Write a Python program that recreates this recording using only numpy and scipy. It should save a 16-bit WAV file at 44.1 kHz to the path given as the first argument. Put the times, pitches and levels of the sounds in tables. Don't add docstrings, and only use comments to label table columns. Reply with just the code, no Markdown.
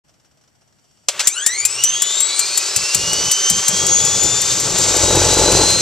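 import sys
import numpy as np
from scipy import signal
from scipy.fft import rfft, irfft
from scipy.io import wavfile

SR = 44100
rng = np.random.default_rng(int(sys.argv[2]) if len(sys.argv) > 2 else 0)


def unload_audio(sound):
    columns = np.transpose(np.atleast_2d(sound))
    steps = np.round(np.clip(columns, -1, 1) * 32767)
    wavfile.write(sys.argv[1], SR, steps.astype(np.int16))


N = 256220

# (time [s], shaft speed [Hz])
FUELLED_SPEED = [(2.55, 190.3), (3.24, 230), (3.42, 236), (3.78, 248.8), (4.28, 271.3), (4.7, 282.1),
                 (5.58, 313.1), (5.81, 318.7)]
SHAFT_ORDERS = [23, 46, 13, 26, 39, 20]
# (level [dB], shaft speed at onset [Hz], shaft speed at fade [Hz])
ORDER_RANGES = [(-31, 64, 245), (-33.5, 33, 187), (-28, 208, 345), (-32, 165, 308), (-44.5, 160, 400),
                (-37, 116, 400)]
# (order [cycles per turn], shaft speed [Hz], half width [Hz], gain [dB])
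ROTOR_RESONANCES = [(46, 132, 6.8, 8), (23, 159, 15, 8.5), (46, 166, 4.3, 6.5), (13, 179.5, 4.2, 6),
                    (26, 175, 8, 3), (13, 220, 18, 5), (20, 225, 7, 7), (26, 257, 4, 10.5),
                    (26, 270, 4.6, 5.5), (13, 319, 12, 11.5)]
# (frequency [Hz], gain [dB])
DUCT_PASSBAND = [(900, -35), (1350, 0), (2300, -2), (4000, 0), (6000, 0), (7600, 1), (8300, -1), (9000, -4),
                 (10100, -6), (11000, -17), (14000, -38)]
# (frequency [Hz], half width [Hz], gain [dB])
DUCT_MODES = [(2560, 177, -7.5), (3666, 97, -5.5), (4990, 150, -4.5), (6050, 440, 6.5), (7280, 1160, 7)]
# (ignition [s], extinction [s], puff level [dB])
FLAME_SPELLS = [(2.76, 2.848, -38), (2.947, 3.299, -37), (3.502, 3.622, -35), (3.685, 5.998, -46)]
# (time [s], level [dB])
FLAME_STRENGTH = [(2.76, -42), (3.2, -31.5), (3.5, -37.5), (3.85, -30), (4.27, -29), (4.45, -37.5),
                  (4.8, -25.5), (5.15, -19.5), (5.62, -16.5), (5.68, -23.5), (5.81, -28.5)]
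# (time [s], level [dB])
LOUD_SPARKS = [(1.2716, 0.5), (1.4627, -3), (1.6508, -5), (1.8368, -6), (2.0197, -7), (2.2036, -8.5),
               (2.392, -8), (2.5741, -7), (2.7611, -7), (2.9458, -6), (3.131, -15), (3.3133, -5.5),
               (3.4987, -6.5), (3.681, -6)]
# (time [s], level [dB], decay [s], housing gain [dB])
STARTER_IMPACTS = [(1.0847, -7, 0.0044, -7), (1.088, -21.5, 0.011, 3.5), (1.1938, -11, 0.0055, -20),
                   (1.202, -15, 0.0042, -4.5), (1.206, -21, .004, -9), (1.2117, -19.5, 0.0044, -2)]
# (time [s], level [dB])
PUMP_ACCENTS = [(.092, -55), (.245, -54), (.41, -56), (.616, -57)]
# (frequency [Hz], width [Hz], gain [dB])
CASING_MODES = [(392, 65, 1), (591, 105, -0.5), (771, 28, 0.5), (870, 78, -2), (1090, 92, -5),
                (1155, 69, 4), (1342, 83, 2.5), (1517, 78, 1.5), (1680, 45, -0.5), (1900, 93, -6)]
EXHAUST_LOW_MODES = [(46.3, 28, -7.5), (87, 20, -0.5), (124, 28, 1.5), (178.3, 22.6, 1.5), (231, 25, -8.5)]
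EXHAUST_HIGH_MODES = [(338, 91, -1.5), (474, 230, 0.5), (590, 37, -5), (704, 13, -24), (850, 52, -1),
                      (994, 110, -10), (1430, 230, -14.5)]
IGNITER_MODES = [(6010, 590, 1.5), (7356, 500, 10.5), (8180, 400, 0.5), (7960, 1430, 1.5)]
# (frequency [Hz], relative density [dB])
RUSH_SPECTRUM = [(40, -38), (100, -8.5), (180, -8.5), (250, -22), (400, -3), (520, -5), (690, -10.5),
                 (950, 0), (1300, -6.5), (1900, -1), (2700, 1.5), (3600, 0), (6000, -26.5)]
INTAKE_SPECTRUM = [(1500, -14.5), (2600, -2), (3500, 0), (4700, 6.5), (5300, 4), (6300, 8), (7200, 6),
                   (8000, 4.5), (8800, -6), (10000, -11), (12000, -20), (14500, -24)]
SPARK_SPECTRUM = [(50, -27), (150, -6.5), (400, -19.5), (1000, -12), (2500, -1.5), (5000, 0.5), (7000, 5.5),
                  (9000, 4.5), (11000, -2.5), (14500, -8)]
CLANK_SPECTRUM = [(300, -34), (1000, -2), (1500, -9), (3000, 6), (4000, 4), (5000, 3.5), (6100, 4.5),
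                  (6800, 1.5), (7700, 6), (9000, -6), (14000, -25)]
PUMP_SPECTRUM = [(300, -17), (650, 2.5), (1000, -6), (1400, -1.5), (2000, -13), (3000, -4), (3800, -9),
                 (5000, -4), (5700, 2.5), (6500, -7), (7600, -8), (9000, -16), (14000, -31)]
FOREST_SPECTRUM = [(25, -18), (60, -3), (130, 2.5), (250, -5), (450, -10), (650, -9), (1100, -14),
                   (2000, -15.5), (3000, -23), (4000, -23), (7000, -35), (14000, -34)]
# (frequency [Hz], left minus right [dB], coherence [0-1], left phase lead [rad])
MIC_PORTS = [(60, 2.2, 0.99, 0), (400, 1.5, 1, 0), (1100, 1.04, 0.99, 0), (2420, 0, 1, 0),
             (3960, 1, 1, 0.4), (5170, -2, 0.87, 0.2), (6100, -4, 1, 0.88), (6600, 4, 0.97, 1.38),
             (6830, 10, 1, 1.5), (7300, 16.5, 0.98, 0.1), (8560, 13.5, 0.77, 0.6),
             (10350, 11.5, 0.23, -0.9), (14300, 20.5, 0.43, -3.5)]

CRANK_S, TOP_HZ = 1.0938, 14500


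def blades(wobble=0.001, flutter_db=1.48, ragged_db=2.06, rasp=.33, stall_db=-32, hum_db=-50):
    t, hz, speed = clock(), bins(), shaft_speed()
    angle = 2 * np.pi * np.cumsum(speed * (1 + wobble * wander(45))) / SR
    duct_db = np.interp(hz, *np.transpose(DUCT_PASSBAND))
    duct_db += sum(db * bell(hz, centre, width) for centre, width, db in DUCT_MODES)
    dip_db = -5 * bell(t, 4.67, 0.096)
    slow = 1 / (1 + (speed / 190) ** 6)
    drag = .5 / (1 + (speed / 110) ** 8)
    roughness = rasp * (.4 + slow + drag)
    eddies = wander(200) + 1j * wander(200)
    flutter = wander(16.6)

    def tone(order, db, onset_hz, fade_hz):
        pitch, shift = order * speed, rng.integers(N)
        sounding = ((1 + (onset_hz / speed) ** 12) * (1 + (speed / fade_hz) ** 12)) ** -.5
        swell_db = sum(rise * bell(speed, centre, width)
                       for multiple, centre, width, rise in ROTOR_RESONANCES if round(multiple) == order)
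        waver_db = (flutter_db + ragged_db * slow) * np.roll(flutter, shift)
        gain = sounding * undb(db + swell_db + dip_db + waver_db + np.interp(pitch, hz, duct_db))
        wave = np.real((1 + roughness * np.roll(eddies, shift)) * np.exp(1j * order * angle))
        return gain * (pitch < TOP_HZ) * np.sqrt(2) * wave

    whine = sum(tone(order, *row) for order, row in zip(SHAFT_ORDERS, ORDER_RANGES))
    blade_count = SHAFT_ORDERS[0]
    for harmonic in range(3, 11):
        whine += tone(blade_count * harmonic, db=-39 - 1.9 * (harmonic - 3), onset_hz=29, fade_hz=153)
    stall = (wander(560) + 1j * wander(590)) / (1 + ((speed - 156) / 30) ** 6)
    whine += undb(stall_db) * np.real(stall * np.exp(1j * blade_count * angle))
    mount = 1 / (1 + ((speed - 118) / 26) ** 4)
    hum = undb(hum_db + (flutter_db + ragged_db) * flutter) * np.sin(angle) * mount
    return ramp(t - 1.15, 0.027) * (whine + hum)


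def shaft_speed(scale_hz=138.05, ease_s=.4878):
    cranked = scale_hz * np.log1p(np.maximum(clock() - CRANK_S, 0) / ease_s)
    return np.maximum(np.minimum(cranked, over_time(FUELLED_SPEED)), 1)


def airflow(flicker_db=1.17, grind_from_s=1.11, meshed_s=1.3):
    t, throb = clock(), throb_strength()
    decades = np.log10(shaft_speed() / 300)
    meshing = ramp(t - grind_from_s, meshed_s - grind_from_s)
    grind = ramp(np.minimum(t - grind_from_s, meshed_s - t), 0.033)
    rush_gain = np.hypot(undb(-32.5 + 18.5 * decades + 3 * throb), undb(-38) * grind)
    hiss_gain = np.hypot(undb(-19 + 28 * decades + 2 * throb), undb(-31.5) * grind * meshing)
    inside = undb(2) * noise(spectrum(RUSH_SPECTRUM)) + undb(-1) * noise(resonances(CASING_MODES))
    intake = noise(spectrum(INTAKE_SPECTRUM) / (1 + (1200 / bins()) ** 2))
    rush = rush_gain * undb(flicker_db * wander(41)) * inside
    hiss = hiss_gain * undb(flicker_db * wander(19)) * intake
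    return ramp(t - CRANK_S, .02) * (rush + hiss)


def combustion(puff_s=0.044, edge_s=0.0076, sputter_db=1.5, throb_hz=45.65, pulsing=0.47):
    t, flame_db, locked = clock(), over_time(FLAME_STRENGTH), throb_strength()
    lit = sum(ramp(t - on, edge_s) * ramp(off - t, 2 * edge_s) for on, off, _ in FLAME_SPELLS)
    puffs = sum(undb(db) * burst(on, edge_s, puff_s) for on, _, db in FLAME_SPELLS)
    rumble_gain = undb(-33 + 0.73 * (flame_db + 29.5)) + puffs
    cycle = 2 * np.pi * np.cumsum(throb_hz * (1 + 0.06 * wander(23.9))) / SR
    throb = -locked * (.7 * np.cos(cycle) + .9 * np.cos(2 * cycle) + .3 * np.cos(3 * cycle))
    gust = 1 + pulsing * locked * np.cos(cycle)
    rumble = rumble_gain * ((1 - 0.31 * locked) * noise(resonances(EXHAUST_LOW_MODES)) + throb)
    roar = undb(flame_db - 1) * gust * noise(resonances(EXHAUST_HIGH_MODES))
    return lit * undb(sputter_db * wander(33)) * (rumble + roar)


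def throb_strength(threshold_db=-29, range_db=9):
    return ramp(over_time(FLAME_STRENGTH) - threshold_db, range_db)


def igniter(period_s=.1838, decay_s=0.0073, tail_s=0.043, thump_s=0.0069):
    last_s = LOUD_SPARKS[-1][0]
    soft = [(last_s + age, -13 - 2 * age) for age in np.arange(period_s, N / SR - last_s, period_s)]
    sparks = list(LOUD_SPARKS) + soft
    crack = sum(undb(db) * burst(at, 0.00067, decay_s) for at, db in sparks)
    ring = sum(undb(db) * (burst(at, 0.0017, decay_s) + undb(-24) * burst(at, 0.0052, tail_s))
               for at, db in sparks)
    thump = sum(undb(db) * burst(at, 0.0013, thump_s) for at, db in LOUD_SPARKS)
    thump /= 1 + (shaft_speed() / 105) ** 10
    return (undb(-5) * crack * noise(spectrum(SPARK_SPECTRUM))
            + undb(-1) * ring * noise(resonances(IGNITER_MODES))
            + undb(-35) * thump * noise(1 / (1 + (bins() / 220) ** 4)))


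def starter(tail_db=-25, tail_s=0.057, ping_hz=8720):
    metal = housing = 0
    for at, db, decay_s, housing_db in STARTER_IMPACTS:
        blow = undb(db) * (burst(at, 0.00076, decay_s) + undb(tail_db) * burst(at, 0.0044, tail_s))
        metal += blow
        housing += blow * undb(housing_db - 9)
    clank = metal * noise(spectrum(CLANK_SPECTRUM))
    knock = housing * noise(resonances([(624, 130, 7.5), (1510, 430, -1)]))
    ping = undb(-32) * burst(STARTER_IMPACTS[0][0], .001, 0.02) * np.sin(2 * np.pi * ping_hz * clock())
    return clank + knock + ping


def fuel_pump(count=17, stroke_hz=17, jitter_s=0.0064, decay_s=0.013):
    strokes = sum(undb(-58.5 + size) * burst(0.08 + k / stroke_hz + jitter_s * late, .002, decay_s)
                  for k, (late, size) in enumerate(rng.standard_normal((count, 2))))
    accents = sum(undb(db) * burst(at, .002, decay_s) for at, db in PUMP_ACCENTS)
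    return np.maximum(strokes, accents) * noise(spectrum(PUMP_SPECTRUM), spread=.25)


def fuel_line(empty_db=-69, rise_db=5):
    colour = resonances([(3000, 560, -2.5), (4600, 380, -1), (5620, 440, 2.5), (7530, 1300, -2)])
    return undb(empty_db + rise_db * ramp(clock() - .68, 0.21)) * noise(colour, spread=.3)


def forest_air(level_db=-64):
    return undb(level_db + 0.19 * wander(8.2)) * noise(spectrum(FOREST_SPECTRUM), spread=0.91)


def with_echoes(direct, frame_db=-16, frame_s=.008, trees_db=-20, trees_s=.07):
    frame, trees = burst(0.00096, 0.00084, frame_s), burst(0.029, 0.022, trees_s)
    tails = undb(frame_db) * frame / np.linalg.norm(frame)
    tails += undb(trees_db) * trees / np.linalg.norm(trees)
    response = tails * noise(1)
    return direct + signal.fftconvolve(direct[None], response[:, :SR // 2], axes=1)[:, :N]


def noise(gain, spread=0):
    coherence = np.clip(over_hz(MIC_PORTS, column=2) * (1 - spread), 0, 1)
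    width = np.sqrt((1 - coherence) / (1 + coherence))
    mid = irfft(rfft(rng.standard_normal(N)) * gain, N)
    side = irfft(rfft(rng.standard_normal(N)) * gain * width, N)
    return np.array([mid + side, mid - side]) / mid.std()


def wander(rate_hz):
    drift = irfft(rfft(rng.standard_normal(N)) * np.exp(-(bins() / rate_hz) ** 2), N)
    return drift / drift.std()


def resonances(modes):
    hz, power = bins(), 0
    for centre, width, db in modes:
        detuning = (hz - centre ** 2 / hz) / (2 * width)
        power += (undb(db) / (1 + 2 * detuning ** 2)) ** 2
    return np.sqrt(power)


def burst(start_s, rise_s, decay_s):
    age = clock() - start_s
    return ramp(age, rise_s) * np.exp(-np.maximum(age - rise_s, 0) / decay_s)


def ramp(x, span):
    return np.clip(x / span, 0, 1)


def bell(x, centre, width):
    return np.exp(-((x - centre) / width) ** 2)


def spectrum(table):
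    return undb(over_hz(table))


def over_hz(table, column=1):
    rows = np.array(table)
    return np.interp(np.log(bins()), np.log(rows[:, 0]), rows[:, column])


def over_time(table):
    return np.interp(clock(), *np.transpose(table))


def undb(db):
    return 10 ** (np.asarray(db) / 20)


def clock():
    return np.arange(N) / SR


def bins():
    return np.maximum(np.arange(N // 2 + 1) * SR / N, 1)


def scene():
    engine = with_echoes(blades()) + airflow() + combustion() + igniter() + starter()
    background = fuel_pump() + fuel_line() + forest_air()
    left_over_right = spectrum(MIC_PORTS) * np.exp(1j * over_hz(MIC_PORTS, column=3))
    ports = 2 * np.array([left_over_right, np.ones_like(left_over_right)]) / (1 + left_over_right)
    return irfft(rfft(engine + background) * ports, N)


def record(dry):
    fade_in = ramp(clock() - .038, .01)
    lowpass = signal.ellip(10, .1, 70, TOP_HZ, fs=SR, output="sos")
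    return signal.sosfilt(lowpass, np.clip(dry * fade_in, -.95, .95))


dry = scene()
out = record(dry)
unload_audio(out)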